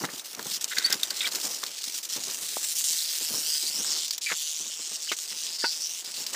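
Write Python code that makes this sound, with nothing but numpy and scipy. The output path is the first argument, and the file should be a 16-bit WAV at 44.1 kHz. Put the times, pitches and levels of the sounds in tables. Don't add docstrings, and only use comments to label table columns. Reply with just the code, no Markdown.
import sys
import numpy as np
from scipy import signal
from scipy.fft import rfft, irfft, next_fast_len
from scipy.io import wavfile
from scipy.ndimage import uniform_filter1d, map_coordinates

SR = 44100
rng = np.random.default_rng(int(sys.argv[2]) if len(sys.argv) > 2 else 0)


def transcribe(u):
    v = np.clip(np.atleast_2d(u).T, -1, 1)
    q = np.round(v * 32767).astype(np.int16)
    wavfile.write(sys.argv[1], SR, q)


N = 280343

# time_s, level_db
EFFORT = [(0, -38), (.35, -41), (.55, -35.5), (1.4, -36.5), (1.7, -33.5), (2.2, -33), (2.5, -34.3),
          (2.75, -32), (2.86, -30.3), (3.1, -31.3), (3.45, -31.2), (3.7, -31.3), (4.0, -30.5), (4.4, -28),
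          (4.8, -32.5), (5.05, -33), (5.45, -31.5), (5.75, -33.5), (6.05, -35.5)]
# start_s, end_s, accent_db
BOUTS = [(0, 0.052, 1.5), (0.096, 0.208, 0), (0.242, 0.335, 0.5), (0.364, 0.424, -4), (0.44, 0.567, 1.5),
         (0.607, 0.652, -0.5), (0.677, 1.056, 1), (1.07, 1.128, 1), (1.138, 1.28, 3), (1.309, 1.563, 0),
         (1.585, 1.688, -2.5), (1.704, 1.818, -1.5), (1.831, 1.99, 0.5), (2.028, 2.053, -1),
         (2.089, 2.17, 0.5), (2.192, 2.391, -0.5), (2.411, 2.726, 0), (2.75, 2.818, 0), (2.839, 4.057, 2),
         (4.073, 4.09, -3), (4.125, 4.135, 3), (4.213, 4.339, 0), (4.347, 4.878, -0.5), (4.892, 4.96, 2),
         (4.983, 5.02, -3.5), (5.02, 5.137, 1), (5.165, 5.258, 0.5), (5.276, 5.562, 0.5), (5.585, 5.9, 0.5),
         (5.9, 6.011, 0.5), (6.043, 6.118, 1.5), (6.139, 6.235, 3.3), (6.265, 6.307, 1), (6.33, 6.36, 8.5)]
ATTACK_S, RELEASE_S = .006, .02
# time_s, steadiness_0_1
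STEADINESS = [(0, 0.07), (2.2, 0), (2.9, 0.64), (4.4, 0.73), (5.7, 0.75), (6.3, 0.46)]
# time_s, turns_per_s
TAIL_SPEED = [(2.8, 160.5), (3.0, 160.1), (3.4, 153), (3.9, 149.7), (4.12, 161.1), (4.25, 154.9),
              (4.7, 158.8), (5.1, 156.9), (5.3, 155.5), (5.53, 165.7), (5.79, 154.7), (5.95, 171.5)]
SPEED_DRIFT = .008
IN_STEP_SHARE = 0.55
CLUMPS_THRASHING, CLUMPS_BUZZING = 0.72, 0.12
FLICKS_PER_S, FLICK_DB, FLUTTER_DB = 40, 1.12, 0.8
CLICK_HZ, CLICK_SPREAD, CLICK_LIFE_S = 6270, 0.4, 0.00037
CHAIN_S, TURN_SPREAD_DB = .00065, 1
# freq_hz, density_db_per_hz
HORN = [(300, -32), (710, -31.5), (1200, -30.5), (1450, -18.5), (1580, -17.5), (1900, -13), (2450, -10.3),
        (2940, -5), (4460, -2), (5290, -0.5), (8110, -2.5), (10800, -13), (12600, -14.5), (14600, -11.5),
        (15400, -12)]
# time_s, centre_hz, lift_db, width_octaves
FOCUS = [(0, 5050, 3, 0.27), (.46, 5900, 2.5, 0.25), (.53, 4720, 8.5, 0.29), (.62, 5960, 2.5, 0.33),
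         (1.25, 4830, 2.5, 0.36), (1.47, 6260, 7.5, 0.35), (1.68, 4380, 2.5, 0.23), (2.22, 6240, 4.5, 0.24),
         (2.5, 7600, 1.5, 0.36), (2.9, 6450, 5.5, 0.49), (2.96, 6300, 3.5, 0.38), (3.0, 4250, 7, 0.2),
         (3.17, 4770, 2, .25), (3.37, 5800, 4, 0.19), (3.45, 5460, 4.5, 0.17), (3.51, 4870, 10, 0.1),
         (3.6, 5050, 4, 0.18), (3.67, 4450, 7, .1), (3.77, 5530, 6.5, .1), (3.85, 6060, 2, 0.2),
         (3.91, 5600, 11.5, 0.2), (3.97, 4680, 7, 0.32), (4.02, 3700, 5, .3), (4.14, 5923, 2, 0.27),
         (4.27, 4000, 3.5, .25), (4.38, 6400, 1.5, 0.1), (4.62, 6700, 2.5, 0.16), (4.8, 7500, 5, 0.15),
         (4.95, 7235, 0, 0.15), (5.05, 5200, 4.5, 0.24), (5.2, 6600, 1.5, 0.13), (5.38, 6270, 0, 0.16),
         (5.5, 4950, 4.5, .1), (5.59, 5000, 8.5, 0.097), (5.68, 4450, 12.5, 0.26), (5.76, 5330, 5, .17),
         (5.84, 5550, 9.5, 0.16), (5.97, 6300, 1.5, 0.11), (6.05, 5196, 1, 0.46)]
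# time_s, lift_db
SHEEN = [(0, 7), (.42, 8), (.7, 4), (1.2, 2), (1.45, 10), (1.75, -0.5), (2.0, 7.5), (2.22, 1), (2.42, 7),
         (2.78, 10.5), (3.0, 7), (3.45, 8), (3.75, 4), (3.98, 0.5), (4.2, -1), (4.42, 2), (4.75, -3),
         (5.1, 1), (5.6, -1.5), (5.9, 5), (6.1, 1)]
BODY_THRASHING_DB, BODY_BUZZING_DB = 4, -1.5
# time_s, extra_path_m, strength_0_1
ECHO = [(3.26, 0.23, 0), (3.35, 0.25, .3), (3.45, 0.24, .4), (3.5, .21, 0.3), (3.6, 0.23, 0.19),
        (3.64, 0.19, 0.2), (3.68, .15, 0.1), (3.78, 0.13, 0.4), (3.87, 0.077, 0.38), (4.0, 0.11, 0.08),
        (4.38, 0.098, 0.27), (5.3, 0.14, 0), (5.62, .14, 0), (5.83, .12, 0.07), (6.1, 0.094, 0.08)]
SOUND_M_PER_S = 343

# start_s, peak_db, ring_hz, t60_s
CLACKS = [(0.0506, -21.5, 3830, 0.023), (0.1953, -22, 3860, 0.023), (0.349, -20, 6250, 0.015),
          (0.393, -23, 3980, 0.016), (0.427, -24, 12100, 0.016), (.568, -24, 6040, 0.013),
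          (.61, -21, 5970, 0.033), (0.6427, -9, 6600, 0.01), (0.7833, -7.5, 4420, 0.019),
          (.862, -13, 6050, 0.01), (0.9039, -12, 4740, .009), (0.9252, -7, 5300, 0.028),
          (.942, -17, 5500, 0.015), (0.999, -26, 3870, .012), (1.032, -11.5, 3700, 0.036),
          (1.032, -10, 3820, 0.011), (1.1041, -14.5, 4700, 0.04), (1.273, -12.5, 4410, 0.015),
          (1.288, -21, 4800, 0.011), (1.3485, -15, 4900, 0.02), (1.355, -12.5, 6300, 0.041),
          (1.4414, -20, 6500, 0.028), (1.451, -15, 6900, 0.039), (1.637, -15, 3730, 0.013),
          (1.6637, -21, 4530, 0.026), (1.8393, -18, 4060, 0.023), (2.164, -27, 3400, .02),
          (2.2026, -26, 4830, .025), (2.299, -22, 4000, .02), (2.4285, -26.5, 7100, .02),
          (2.63, -19, 7450, 0.027), (2.642, -15.5, 7600, 0.045), (2.809, -18, 6500, 0.013),
          (2.932, -17, 6960, 0.0067), (4.0808, -20.5, 4700, .025), (4.107, -11, 4680, 0.038),
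          (4.1795, -19, 5640, .025), (4.9348, -24, 7340, 0.0099), (4.9414, -23, 7400, .009),
          (5.119, -16.5, 3860, 0.039), (5.1874, -20, 6800, .012), (6.1669, -25, 4210, .02),
          (6.2643, -15, 5000, 0.032)]
# freq_hz, density_db_per_hz
CLACK_COLOUR = [(200, -65), (900, -8.5), (2000, -3.5), (3800, 5.5), (7000, 7), (11000, -5.5), (15000, 1)]
CLACK_RISE_S = 0.00071
CLACK_RING, RING_FALL = 0.47, 0.94
# start_s, length_s, level_db
STROKES = [(0.71, 0.032, -32.5), (0.766, 0.022, -28.5), (0.782, 0.13, -36.5), (0.905, 0.046, -30.5),
           (1.106, 0.03, -39.5), (1.202, 0.057, -38), (1.26, 0.026, -33), (5.07, .012, -42),
           (5.323, .006, -41)]
# freq_hz, width_hz, level_db
SHAFT = [(1523, 150, 5.5), (2015, 145, 5.5), (2370, 310, -3.5), (3740, 410, 2)]
SLIPS_PER_S, SLIP_S = 430, 0.0029
# start_s, length_s, level_db, first_hz, last_hz, roughness_0_1 (clipped)
SQUEAKS = [(0.843, 0.021, -18, 4420, 4620, 0.01), (0.861, 0.023, -29, 4610, 4600, 0),
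           (1.207, 0.012, -32.5, 2560, 2410, 0.9), (1.213, 0.021, -42, 3680, 3660, .1),
           (1.241, 0.018, -30, 2320, 2300, 0.04), (1.25, .018, -34, 3720, 3680, .1),
           (1.273, .012, -37, 4450, 4480, .1), (4.258, 0.029, -27.5, 2406, 2260, 0.2),
           (4.281, 0.05, -33, 2200, 1970, 1.1), (4.296, 0.0155, -34, 1450, 1210, 0.4),
           (5.085, 0.032, -32, 3150, 2550, 0.8), (5.621, 0.019, -42, 1770, 1720, 0.25)]
RASP_HZ, OVERTONE_DB = 480, -17.5
# start_s, length_s, peak_db, ring_hz
CREAKS = [(1.2065, .006, -16, 3600), (1.216, .018, -23, 3650), (1.255, .011, -20.5, 3400)]
CREAK_SLIPS_PER_S, CREAK_FADE_DB_PER_S, CREAK_RING_S = 330, 350, 0.00062
# start_s, level_db, pitch_hz
TAPS = [(2.5694, -13.5, 650)]
TAP_CYCLES = 0.44
# start_s, blow_db, chatter_t60_s, ring_db, thump_db
SNAPS = [(4.316, -21.5, 0.063, -40.5, -29), (5.1163, -19.5, 0.053, -42, -26),
         (5.6395, -23.5, 0.061, -26, -19)]
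# freq_hz, level_db, t60_s
JAWS = [(912, 3.5, 0.072), (1076, -13, 0.054), (1482, 5, 0.079), (1625, -1, 0.051), (1870, -10, .05),
        (2060, -11, 0.07), (2630, -5, 0.097), (3480, -6, 0.078)]
# freq_hz, density_db_per_hz
SNAP_COLOUR = [(60, -45), (170, -1.5), (450, 1), (900, 2.5), (2000, 11), (4000, 0), (9000, -32)]
SNAP_RISE_S, SEAT_S = 0.0016, 0.0021
JAW_WAVER_RAD, THUMP_HZ = 0.62, 380

# start_s, level_db, t60_s, thin_below_hz
STEPS = [(.002, -36, 0.26, 100), (.134, -44, 0.1, 100), (0.371, -43.5, 0.31, 70), (0.456, -38, 0.13, 50.5),
         (0.9, -39.5, 0.055, 60), (.78, -41, 0.11, 200), (1.113, -48, .12, 400), (1.352, -46.5, 0.17, 120),
         (1.444, -41, 0.35, 330), (1.87, -51, 0.21, 250), (1.939, -55, 0.14, 400),
         (2.162, -39.5, 0.21, 68.4), (2.28, -44, 0.15, 170), (2.351, -54, 0.12, 59.7),
         (2.9, -50.5, 0.097, 150), (3.208, -47.5, 0.23, 150), (3.306, -42, 0.2, 100),
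         (3.336, -39, 0.25, 100), (3.48, -50, 0.074, 120), (3.631, -48, 0.16, 220), (3.7, -51, 0.11, 100),
         (3.74, -46.5, 0.39, 200), (3.788, -42.5, 0.22, 130), (4.596, -50.5, 0.35, 90),
         (4.66, -51, .12, 300), (4.793, -46.5, 0.081, 400), (4.915, -45.5, 0.078, 200),
         (5.313, -50.5, .25, 180), (6.177, -49, 0.47, 250), (6.329, -42, 0.13, 199.4)]
SOLE_DULL_HZ = 940
# freq_hz, density_db_per_hz
DIRT = [(40, -12), (90, -13.5), (140, -2.5), (210, 0), (350, -3), (700, -8.5), (2000, 1), (6000, -26)]
# time_s, level_db
SHUFFLE = [(0, -75), (.35, -56), (.8, -50.5), (1.5, -45), (1.75, -54.5), (2.05, -69), (2.3, -47.5),
           (2.7, -53.5), (3.3, -62), (3.65, -65), (3.9, -45.5), (4.35, -72), (5.55, -54), (5.9, -57),
           (6.3, -52.5)]
SHIFTS_PER_S, SHIFT_DB = 14, 2
CRUNCH_DB, CRUNCH_S = -10.5, 0.099
# freq_hz, density_db_per_hz
GRIT_COLOUR = [(30, -38), (70, -28), (160, -5.5), (350, 1.5), (800, -2), (1500, -1), (3000, -4),
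               (8000, -11)]
PEBBLE_DB, PEBBLE_HZ = -0.5, 564
PEBBLE_SPREAD, PEBBLE_CYCLES = 0.496, 1.27
# start_s, level_db, t60_s, dull_above_hz, thin_below_hz
BUMPS = [(0.038, -25, 0.07, 1100, 100), (.045, -26.5, 0.032, 2200, 130), (0.0887, -34, 0.041, 2980, 200),
         (.393, -27, 0.035, 1290, 130), (.515, -49, .2, 170, 40), (0.931, -37, 0.14, 1320, 200),
         (0.953, -32, 0.042, 400, 200), (1.269, -34.5, 0.075, 1400, 550), (1.633, -29, 0.04, 1880, 453),
         (2.42, -49.5, 0.15, 130, 40), (3.847, -36.5, 0.02, 2200, 700), (6.342, -34, 0.11, 2200, 300)]
# freq_hz, density_db_per_hz
AIR_COLOUR = [(25, -30), (70, -34), (180, -7), (400, 4), (1200, 3), (3000, -6.5), (15000, -22.5)]
AIR_DB = -61.7
LEAD_S = .01
TOP_HZ = 15500


def rattle():
    t = np.arange(N) / SR
    steady = np.clip(curve(STEADINESS, t), 0, 1)
    rate = curve(TAIL_SPEED, t) * (1 + SPEED_DRIFT * wobble(6))
    turns = t[1:][np.diff(np.floor(np.cumsum(rate) / SR)) > 0]
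    clatter = knocks(scattered(520), spread_db=4.0, life=0.0027, rise=0.00048)
    sizzle = knocks(scattered(3000), spread_db=0.5, life=0.00043, rise=.0001)
    loose = np.clip(np.interp(steady, [0, 1], [CLUMPS_THRASHING, CLUMPS_BUZZING]), 0, 1)
    jostle = np.sqrt(loose) * clatter + np.sqrt(1 - loose) * sizzle
    share = np.clip(IN_STEP_SHARE * steady, 0, 1)
    in_step = np.sqrt(share) * coloured(clicks(turns, count=6), HORN)
    between = np.sqrt(1 - share) * coloured(jostle, HORN)
    uneven_db = np.interp(steady, [0, 1], [FLICK_DB, FLUTTER_DB]) * wobble(FLICKS_PER_S)
    level = bouts(t) * amp(curve(EFFORT, t) + uneven_db)
    return grounded(turned(in_step + between), t) * level


def clicks(turns, count):
    draws = np.clip(rng.standard_normal((len(turns), 3, count, 1)), -2, 2)
    late, pitch, size = draws.swapaxes(0, 1)
    t = np.arange(128) / SR
    strength = amp(TURN_SPREAD_DB * size[:, :1] + 0.98 * size)
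    hz = CLICK_HZ * np.exp(CLICK_SPREAD * pitch)
    rings = strength * np.sin(2 * np.pi * hz * t) * np.exp(-t / CLICK_LIFE_S)
    first = np.round((turns[:, None, None] + CHAIN_S * late) * SR).astype(int)
    at = np.clip(first + np.arange(len(t)), 0, N)
    return unit(np.bincount(at.ravel(), rings.ravel(), N + 1)[:N])


def turned(shell):
    hz, s, z = signal.stft(shell, SR, nperseg=256)
    centre_hz, lift_db, octaves = curve(FOCUS, s)
    body_db = np.interp(curve(STEADINESS, s), [0, 1], [BODY_THRASHING_DB, BODY_BUZZING_DB])
    focus = np.exp(-.5 * (np.log2((hz[:, None] + 1) / centre_hz) / octaves) ** 2)
    top = along([(7000, 0.19), (11500, 1.0)], hz)[:, None]
    body = along([(2500, 0.7), (4200, 0)], hz)[:, None]
    segments_db = 1.7 * patches(z.shape, size=(2, 14))
    gain_db = lift_db * focus + curve(SHEEN, s) * top + body_db * body + segments_db
    return unit(signal.istft(z * amp(gain_db), SR, nperseg=256)[1][:N])


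def patches(shape, size):
    field = rng.standard_normal(shape)
    for axis in (0, 1, 0, 1):
        field = uniform_filter1d(field, size[axis], axis)
    return unit(field)


def grounded(x, t):
    path_m, strength = curve(ECHO, t)
    strength = np.clip(strength, 0, .9)
    echo = map_coordinates(x, [(t - path_m / SOUND_M_PER_S) * SR])
    return (x + strength * echo) / np.hypot(1, strength)


def bouts(t):
    gain = np.zeros(N)
    for start, end, db in BOUTS:
        attack = np.clip((t - start) / ATTACK_S + .5, 0, 1)
        release = np.exp(-np.clip(t - end, 0, .5) / RELEASE_S)
        gain = np.maximum(gain, amp(db) * attack * release)
    return gain


def clacks():
    out, t = np.zeros(N), np.arange(4096) / SR
    for s, db, ring_hz, t60 in CLACKS:
        crack = coloured(rng.standard_normal(len(t)), CLACK_COLOUR)
        hollow = unit(filtered(crack, lambda hz: resonance(hz, ring_hz, 470)))
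        blow = amp(-60 * t / t60) * (1 - np.exp(-t / CLACK_RISE_S))
        clack = blow * (crack + CLACK_RING * (CLICK_HZ / ring_hz) ** RING_FALL * hollow)
        add(out, s, amp(db) * clack / np.abs(clack).max())
    return out


def scrape():
    slips = knocks(scattered(SLIPS_PER_S), spread_db=1.0, life=SLIP_S, rise=0.00055)

    def shaft(hz):
        return sum((-1) ** k * amp(db) * resonance(hz, c, w) for k, (c, w, db) in enumerate(SHAFT))

    pressure = np.zeros(N)
    for s, length, db in STROKES:
        u = np.linspace(0, 1, int(length * SR))
        add(pressure, s, amp(db) * 2 * np.sqrt(u * (1 - u)))
    return unit(filtered(slips, shaft)) * pressure


def squeaks():
    out = np.zeros(N)
    for s, length, db, first_hz, last_hz, rough in SQUEAKS:
        u = np.linspace(0, 1, int(length * SR))
        glide = 2 * np.pi * np.cumsum(first_hz + (last_hz - first_hz) * u) / SR
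        noises = rng.standard_normal((2, 4096))
        slips = [unit(filtered(x, lambda hz: 1 / (1 + (hz / RASP_HZ) ** 4))[:len(u)]) for x in noises]
        rasp = slips[0] * np.sin(glide) + slips[1] * np.cos(glide)
        pure = np.sin(glide) + amp(OVERTONE_DB) * np.sin(2 * glide)
        share = np.clip(rough, 0, 1)
        tone = np.sqrt(2 * (1 - share)) * pure + np.sqrt(share) * rasp
        add(out, s, amp(db) * np.sin(np.pi * u ** 0.76) * tone)
    return out


def creaks():
    out, t = np.zeros(N), np.arange(512) / SR
    ping = t / CREAK_RING_S * np.exp(1 - t / CREAK_RING_S)
    for s, length, db, hz in CREAKS:
        for age in np.arange(0, length, 1 / CREAK_SLIPS_PER_S):
            tone = np.sin(2 * np.pi * hz * rng.normal(1, 0.016) * t)
            add(out, s + age, amp(db - CREAK_FADE_DB_PER_S * age) * ping * tone)
    return out


def taps():
    out = np.zeros(N)
    for s, db, hz in TAPS:
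        add(out, s - LEAD_S, amp(db) * push(hz, TAP_CYCLES))
    return out


def snaps():
    out, t = np.zeros(N), np.maximum(np.arange(SR // 4) / SR - LEAD_S, 0)
    seated = np.maximum(t - SEAT_S, 0)
    for s, blow_db, chatter_t60, ring_db, thump_db in SNAPS:
        blow = burst(t, chatter_t60, SNAP_RISE_S, lambda hz: amp(along(SNAP_COLOUR, hz)))
        ring = np.zeros(len(t))
        for hz, db, t60 in JAWS:
            waver = JAW_WAVER_RAD * map_coordinates(rng.standard_normal(128), [t * 250])
            decay = amp(db + rng.normal(0, 1) - 60 * seated / t60)
            ring += decay * np.sin(2 * np.pi * hz * seated + waver)
        ring *= 1 - np.exp(-seated / 0.00069)
        add(out, s - LEAD_S, amp(blow_db) * blow + amp(ring_db) * ring)
        add(out, s - LEAD_S, amp(thump_db) * push(THUMP_HZ, cycles=0.74))
    return out


def push(hz, cycles):
    t = np.maximum(np.arange(2048) / SR - LEAD_S, 0)
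    swing = (t > 0) * np.cos(2 * np.pi * hz * t) * np.exp(-hz * t / cycles)
    return filtered(swing, lambda f: 1 / (1 + (f / 1500) ** 16) / np.hypot(1, (170 / (f + 1)) ** 3))


def steps():
    out, t = np.zeros(N), np.arange(N) / SR
    grit_power = amp(curve(SHUFFLE, t) + SHIFT_DB * wobble(SHIFTS_PER_S)) ** 2
    for s, db, t60, thin_hz in STEPS:
        add(out, s - LEAD_S, amp(db) * thud(t60, SOLE_DULL_HZ, thin_hz))
        add(out, s, amp(db + PEBBLE_DB) * pebbles(t60, count=9))
        grit_power += amp(db + CRUNCH_DB) ** 2 * np.exp(-np.abs(t - s) / CRUNCH_S)
    grit = coloured(knocks(scattered(350), spread_db=1.5, life=0.0071, rise=.0003), GRIT_COLOUR)
    return out + np.sqrt(grit_power) * grit


def pebbles(t60, count):
    out, t = np.zeros(SR // 2), np.arange(1024) / SR
    for k, (pitch, size) in enumerate(np.clip(rng.standard_normal((count, 2)), -1.5, 1.5)):
        age = ((k + rng.uniform()) / count) ** 1.5
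        hz = PEBBLE_HZ * np.exp(PEBBLE_SPREAD * pitch)
        knock = np.sin(2 * np.pi * hz * t) * np.exp(-hz * t / PEBBLE_CYCLES)
        add(out, .3 * t60 * age, amp(3 * size - 11 * age) * knock)
    return out


def bumps():
    out = np.zeros(N)
    for s, db, t60, dull_hz, thin_hz in BUMPS:
        add(out, s - LEAD_S, amp(db) * thud(t60, dull_hz, thin_hz))
    return out


def thud(t60, dull_hz, thin_hz):
    t = np.maximum(np.arange(SR // 3) / SR - LEAD_S, 0)

    def response(hz):
        dull = np.hypot(1, (hz / dull_hz) ** 3)
        thin = np.hypot(1, (thin_hz / (hz + 1)) ** 2)
        return amp(along(DIRT, hz)) / dull / thin

    return burst(t, t60, 0.0033 * t60, response)


def air():
    return amp(AIR_DB) * coloured(rng.standard_normal(N), AIR_COLOUR)


def burst(t, t60, rise, response):
    contact = rng.standard_normal(len(t)) * amp(-60 * t / t60) * (1 - np.exp(-t / rise))
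    return filtered(contact, lambda hz: unit(response(hz)))


def knocks(times, spread_db, life, rise):
    sizes = amp(spread_db * np.clip(rng.standard_normal(len(times)), -2, 2))
    power = np.bincount(np.clip(times * SR, 0, N).astype(int), sizes ** 2, N + 1)[:N]
    for span in (life, rise):
        power = signal.lfilter([1], [1, -np.exp(-2 / (span * SR))], power)
    return unit(np.sqrt(power) * rng.standard_normal(N))


def scattered(per_second):
    return rng.uniform(0, N / SR, int(per_second * N / SR))


def wobble(rate):
    knots = rng.standard_normal(int(N * rate / SR) + 4)
    return map_coordinates(knots, [np.arange(N) * rate / SR])


def resonance(hz, centre, width):
    return 1j * hz * width / (centre ** 2 - hz ** 2 + 1j * hz * width)


def coloured(x, points):
    return unit(filtered(x, lambda hz: amp(along(points, hz))))


def filtered(x, response):
    size = next_fast_len(len(x) + 4096)
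    return irfft(rfft(x, size) * response(np.fft.rfftfreq(size, 1 / SR)), size)[:len(x)]


def along(points, hz):
    f, v = np.transpose(points)
    return np.interp(np.log(hz + 1), np.log(f + 1), v)


def curve(rows, t):
    s, *cols = np.transpose(rows)
    return np.squeeze([np.interp(t, s, c) for c in cols])


def add(track, s, sound):
    part = track[max(round(s * SR), 0):][:len(sound)]
    part += sound[:len(part)]


def amp(db):
    return 10 ** (np.asarray(db) / 20)


def unit(x):
    return x / np.sqrt(np.mean(x ** 2) + 1e-20)


def scene():
    snake = rattle() + clacks()
    tongs = scrape() + squeaks() + creaks() + taps() + snaps()
    boots = steps() + bumps()
    return (snake + tongs + boots + air())[None]


def record(dry):
    highpass = signal.butter(N=2, Wn=125, btype="highpass", fs=SR, output="sos")
    thin = signal.sosfilt(highpass, dry)
    return np.array([filtered(x, lambda hz: hz < TOP_HZ) for x in thin])


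dry = scene()
out = record(dry)
transcribe(out)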